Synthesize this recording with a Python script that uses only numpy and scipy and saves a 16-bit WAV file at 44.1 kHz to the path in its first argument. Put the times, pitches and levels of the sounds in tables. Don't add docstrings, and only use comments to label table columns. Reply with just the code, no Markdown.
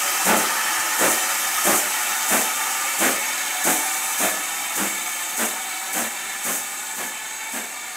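import sys
import numpy as np
from scipy import signal
from scipy.fft import rfft, irfft, next_fast_len
from scipy.io import wavfile
from scipy.ndimage import uniform_filter1d, map_coordinates

SR = 44100
rng = np.random.default_rng(int(sys.argv[2]) if len(sys.argv) > 2 else 0)


def store_pcm(level_fs):
    pcm = np.round(np.clip(level_fs, -1, 1) * 32767).astype(np.int16)
    wavfile.write(sys.argv[1], SR, np.atleast_2d(pcm).T)


N = 351036
TIME = np.arange(N) / SR


def from_db(db):
    return 10 ** (np.asarray(db) / 20)


def unit(x):
    return x / np.sqrt(np.mean(x ** 2) + 1e-20)


def add(mix, start_s, sound):
    part = mix[max(round(start_s * SR), 0):][:len(sound)]
    part += sound[:len(part)]


def spectrum(points, hz):
    f, db = np.transpose(points)
    return from_db(np.interp(np.log(hz + 1), np.log(f), db))


def resonances(modes, hz):
    peaks = (abs(from_db(db) ** 2 - 1) / (1 + 2 * ((hz - f) / width) ** 2) ** 2 for f, width, db in modes)
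    return np.sqrt(1 + sum(peaks))


def noise(colour, size=N):
    padded = next_fast_len(size)
    white = rfft(rng.standard_normal(padded))
    return unit(irfft(white * colour(np.fft.rfftfreq(padded, 1 / SR)), padded)[:size])


def eddies(rate_hz, depth_db, size=N):
    return from_db(depth_db * noise(lambda hz: (hz > 2) / (1 + (hz / rate_hz) ** 2), size))


def pulse(t, length_s, rise_s, fall_s):
    rise = np.sin(np.pi / 2 * np.clip(t / rise_s, 0, 1)) ** 2
    return rise * np.exp(-np.maximum(t - length_s, 0) / fall_s)


def nearness(side_m=8.65, start_m=5.3, speed_m_per_s=1.85, accel_m_per_s2=0.1):
    along_m = start_m + speed_m_per_s * TIME + accel_m_per_s2 * TIME ** 2 / 2
    return np.hypot(side_m, start_m) / np.hypot(side_m, along_m)


def gone():
    return np.clip((1 - nearness()) / np.ptp(nearness()), 0, 1)


def receding(level_db, shade_db_per_s, hidden_from_s=3.16):
    return level_db + 20 * np.log10(nearness()) - shade_db_per_s * np.maximum(TIME - hidden_from_s, 0)


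def reflected(x, bounces, dull_hz=4500):
    lag_per_m = nearness() * SR / 343
    dull = signal.sosfiltfilt(signal.butter(1, dull_hz, fs=SR, output="sos"), x)
    echoes = sum(share * map_coordinates(dull, [np.arange(N) - detour_m * lag_per_m], order=2)
                 for detour_m, share in bounces)
    return (x + echoes) / np.sqrt(1 + sum(share ** 2 for _, share in bounces))


def rush(points, modes):
    f, width, near_db, far_db = np.transpose(modes)
    near = noise(lambda hz: spectrum(points, hz) * resonances(zip(f, width, near_db), hz))
    far = noise(lambda hz: spectrum(points, hz) * resonances(zip(f, width, far_db), hz))
    return np.sqrt(1 - gone()) * near + np.sqrt(gone()) * far


def jet(x, low_db, high_db, low_hz, high_hz, narrow_db, broad_db):
    hz, t, cells = signal.stft(x, SR, nperseg=2048, noverlap=1536)
    low, high = (np.interp(t, TIME, db) for db in (low_db, high_db))
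    upper = np.clip(np.log((hz + 1) / low_hz) / np.log(high_hz / low_hz), 0, 1)[:, None]

    def patches(bins, frames):
        field = uniform_filter1d(rng.standard_normal(cells.shape), bins, axis=0)
        return unit(uniform_filter1d(field, frames, axis=1))

    swells = narrow_db * patches(bins=4, frames=26)
    flicker = broad_db * patches(bins=40, frames=3)
    gain = from_db(low + upper * (high - low) + swells + flicker)
    return signal.istft(cells * gain, SR, nperseg=2048, noverlap=1536)[1][:N]


def station_echo(x, t60_s=0.79, first_s=0.021, dull_hz=1500):
    t = np.arange(SR) / SR
    decay = from_db(-60 * t / t60_s) * (t > first_s)
    tail = decay * noise(lambda hz: 1 / np.hypot(1, hz / dull_hz), len(t))
    return signal.fftconvolve(x, tail / np.linalg.norm(tail))[:N]


# f/Hz, level/dB
RUMBLE_SPECTRUM = [(20, -30), (45, -22), (70, 5), (110, -10), (155, 14), (195, 12.5), (320, 11), (700, 2.5),
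                   (3000, -38)]
# t/s, level/dB
JOINT_KNOCKS = [(0.745, -58), (0.785, -47)]
def wheels(level_db=-51, fade_db_per_s=0.44, knock_hz=95):
    rumble = noise(lambda hz: spectrum(RUMBLE_SPECTRUM, hz)) * eddies(rate_hz=4.2, depth_db=1.5)
    out = from_db(level_db - fade_db_per_s * TIME) * rumble
    t = np.arange(SR // 4) / SR
    knock = pulse(t, length_s=0.012, rise_s=0.008, fall_s=0.012) * np.sin(2 * np.pi * knock_hz * t)
    for start_s, db in JOINT_KNOCKS:
        add(out, start_s, from_db(db) * knock)
    return out


# t/s,
# duration/s, f/Hz, width/Hz, level/dB
BREATHY_TONES = [(2.45, 0.55, 1198, 22, -36), (2.799, 0.92, 6570, 70, -40.5), (3.122, 0.15, 2200, 60, -33),
                 (4.602, 0.76, 2226, 60, -38.5), (5.548, 0.33, 760, 25, -40), (7.28, 0.17, 6600, 70, -44)]
def breathy_tones():
    out = np.zeros(N)
    for start_s, length_s, pitch_hz, width_hz, db in BREATHY_TONES:
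        tone = noise(lambda hz: 1 / (1 + ((hz - pitch_hz) / (width_hz / 2)) ** 2), 2 * SR)
        swell = np.sqrt(np.hanning(round(length_s * SR)))
        add(out, start_s, from_db(db) * swell * tone[:len(swell)])
    return out


# f/Hz, level/dB
ROAR_SPECTRUM = [(130, -34), (195, -14), (310, 0), (460, -7.5), (560, 1), (680, -3), (1000, 5.5), (1120, 2),
                 (1500, -3), (2400, 2.5), (3350, -5), (5200, -15), (7000, -12), (16000, -50)]
# f/Hz, width/Hz, height when near/dB, height when far/dB
ROAR_MODES = [(756.5, 76, 11.5, 14), (876.4, 47, 11.5, 10.5), (1217, 19, 13, 12.5), (1290, 97, 14.5, 6.5),
              (1467, 115, 11, 11.5), (1728, 33, 9.5, 17.5), (1795, 240, 10.5, 11), (2247, 150, 3.5, 13.5),
              (2673, 143, 5, 9), (3103, 127, 10.5, 12), (3604, 120, 6.5, 18), (3997, 230, 7.5, 13.5),
              (4496, 186, 11, 15.5), (4950, 143, 16.5, 15), (5486, 190, 18.5, 15)]
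ROAR_PATHS = [(3.555, 0.42), (4.2, 0.13)]
def steam_pipe():
    low_db = receding(-25, shade_db_per_s=0.3)
    high_db = receding(-23.5, shade_db_per_s=0.78)
    flow = rush(ROAR_SPECTRUM, ROAR_MODES)
    roar = jet(flow, low_db, high_db, low_hz=855, high_hz=2400, narrow_db=1.18, broad_db=0.99)
    return reflected(roar, ROAR_PATHS)


def leak_level(build_db=0.7, settle_s=0.05):
    beats_s, *_, leaks_db, _, _ = np.transpose(EXHAUST_BEATS)
    edges_s = np.r_[2 * beats_s[0] - beats_s[1], beats_s, 2 * beats_s[-1] - beats_s[-2]]
    stroke, progress = np.divmod(np.interp(TIME, edges_s, np.arange(len(edges_s))), 1)
    level_db = np.r_[0, leaks_db, 0][stroke.astype(int)] + build_db * (progress - 0.5)
    return uniform_filter1d(level_db, round(settle_s * SR))


def puff_flow(rise_s=0.019, fall_s=0.054, lead_s=0.0074, gasp_delay_s=0.12, gasp_s=0.021, gasp_far_db=-22):
    flow, t = np.zeros(N), np.arange(SR) / SR
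    gasp = pulse(t - gasp_delay_s, gasp_s, rise_s, fall_s)
    gasp_gains = from_db(np.interp(np.transpose(EXHAUST_BEATS)[0], TIME, gasp_far_db * gone()))
    for (beat_s, *_, db, length_s), gasp_gain in zip(EXHAUST_BEATS, gasp_gains):
        puff = pulse(t, length_s, rise_s, fall_s)
        add(flow, beat_s - lead_s, from_db(db) * (puff + gasp_gain * gasp))
    return flow * nearness()


# f/Hz, level/dB
HISS_SPECTRUM = [(2500, -25), (4500, -17), (5700, -9), (6200, -2.5), (7400, -1), (8400, -0.5), (9000, -3.5),
                 (9900, -4), (10500, -6), (12500, -6), (14500, -9), (16000, -15.5)]
# f/Hz, width/Hz, height when near/dB, height when far/dB
HISS_MODES = [(6010, 150, 8.5, 0.5), (6544, 88, 3.5, 9), (7190, 260, 2.5, 4.5), (7860, 380, 1, 7)]
def cylinder_cocks(off_axis_db=-1.5, swing_s=1.9, fizz_db_per_db=1.4):
    drive_db = leak_level() + off_axis_db * np.exp(-TIME / swing_s)
    hiss_db = receding(-24.5, shade_db_per_s=0.6) + drive_db
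    fizz_db = receding(-23, shade_db_per_s=1.3) + fizz_db_per_db * drive_db
    flow = rush(HISS_SPECTRUM, HISS_MODES)
    leak = jet(flow, hiss_db, fizz_db, low_hz=7950, high_hz=11100, narrow_db=1.5, broad_db=0.75)
    puffs = puff_flow() * noise(lambda hz: spectrum(HISS_SPECTRUM, hz) * (hz + 1) ** 0.12)
    return (leak + puffs) * eddies(rate_hz=97, depth_db=0.14) * eddies(rate_hz=680, depth_db=0.5)


# f/Hz, level/dB
BLAST_SPECTRUM = [(25, -43), (70, -17), (125, -10.5), (185, 3.5), (330, 2.5), (450, -0.5), (600, 1.5),
                  (870, 0), (1050, -2.5), (1600, -2), (2600, -8), (4200, -19.5), (16000, -25)]
BLAST_PATHS = [(2.6, 0.11), (6.1, 0.29), (11.5, 0.51)]
# t/s, blast level/dB, valve open/s, boom f/Hz, bark f/Hz,
# height of both peaks/dB, leak in the next stroke/dB, cylinder puff level/dB, puff duration/s
EXHAUST_BEATS = [(0.245, -16.5, 0.1, 557, 850, 5.5, -1, -22.5, 0.051),
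                 (0.983, -17, 0.09, 344, 513, 9.5, 0.3, -23, 0.12),
                 (1.635, -17.5, 0.1, 336, 573, 4.5, 0, -20.5, 0.13),
                 (2.283, -18.5, 0.096, 226, 587, 2, -0.4, -20, 0.1),
                 (2.983, -16, 0.1, 308, 536, 4, -0.8, -20, 0.096),
                 (3.637, -15, 0.064, 320, 740, 10, 1.8, -19, 0.099),
                 (4.178, -18.5, 0.099, 305, 700, 6, 0.1, -19.5, 0.1),
                 (4.75, -20.7, 0.1, 182, 318, 6.5, 0.9, -22, 0.1),
                 (5.365, -18.2, 0.07, 205, 580, 2, 0.4, -20, 0.093),
                 (5.926, -20, 0.097, 210, 736, 7, 0.1, -20.6, 0.1),
                 (6.435, -20.6, 0.087, 206, 790, 3.5, 1.2, -20, 0.14),
                 (6.95, -23, 0.093, 206, 1720, 7, -0.7, -26, 0.13),
                 (7.515, -22.5, 0.082, 238, 1720, 10, 0.1, -24.5, 0.068)]
def chimney(sag_db_per_s=20, crest_db=3, crest_s=0.061, crest_width_s=0.016, split_hz=450):
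    out, t = np.zeros(N), np.arange(SR // 2) / SR
    crest = from_db(crest_db * np.exp(-((t - crest_s) / crest_width_s) ** 2))
    lowpass = signal.butter(2, split_hz, fs=SR, output="sos")
    near_tilt, far_tilt = -0.05, 1.74
    tilts = np.interp(np.transpose(EXHAUST_BEATS)[0], TIME, near_tilt + (far_tilt - near_tilt) * gone())
    for (beat_s, db, length_s, boom_hz, bark_hz, ring_db, *_), tilt in zip(EXHAUST_BEATS, tilts):
        modes = [(boom_hz, 60, ring_db), (bark_hz, 75, ring_db)]
        blast = noise(lambda hz: spectrum(BLAST_SPECTRUM, hz) * resonances(modes, hz)
                      * from_db(tilt * np.log2((hz + 50) / 500)), len(t))
        boom = signal.sosfiltfilt(lowpass, blast)
        bark = crest * (blast - boom)
        flow = from_db(db - sag_db_per_s * t) * pulse(t, length_s, rise_s=0.044, fall_s=0.048)
        add(out, beat_s, flow * (boom + bark))
    return reflected(out * nearness(), BLAST_PATHS)


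def scene():
    beats = chimney()
    steam = (steam_pipe() + breathy_tones() + cylinder_cocks()) * eddies(rate_hz=55, depth_db=0.25)
    mono = beats + from_db(-21.0) * station_echo(beats) + steam + wheels()
    return np.array([mono, mono])


def record(dry, notch_hz=160, notch_width_hz=15, notch_db=24, edge_hz=15750):
    hz = np.fft.rfftfreq(N, 1 / SR)
    notch = from_db(-notch_db * np.exp(-((hz - notch_hz) / notch_width_hz) ** 2))
    coloured = irfft(rfft(dry) * notch, N)
    lowpass = signal.firwin(801, edge_hz, window=("kaiser", 9), fs=SR)
    return signal.oaconvolve(coloured, lowpass[None], "same")


dry = scene()
out = record(dry)
store_pcm(out)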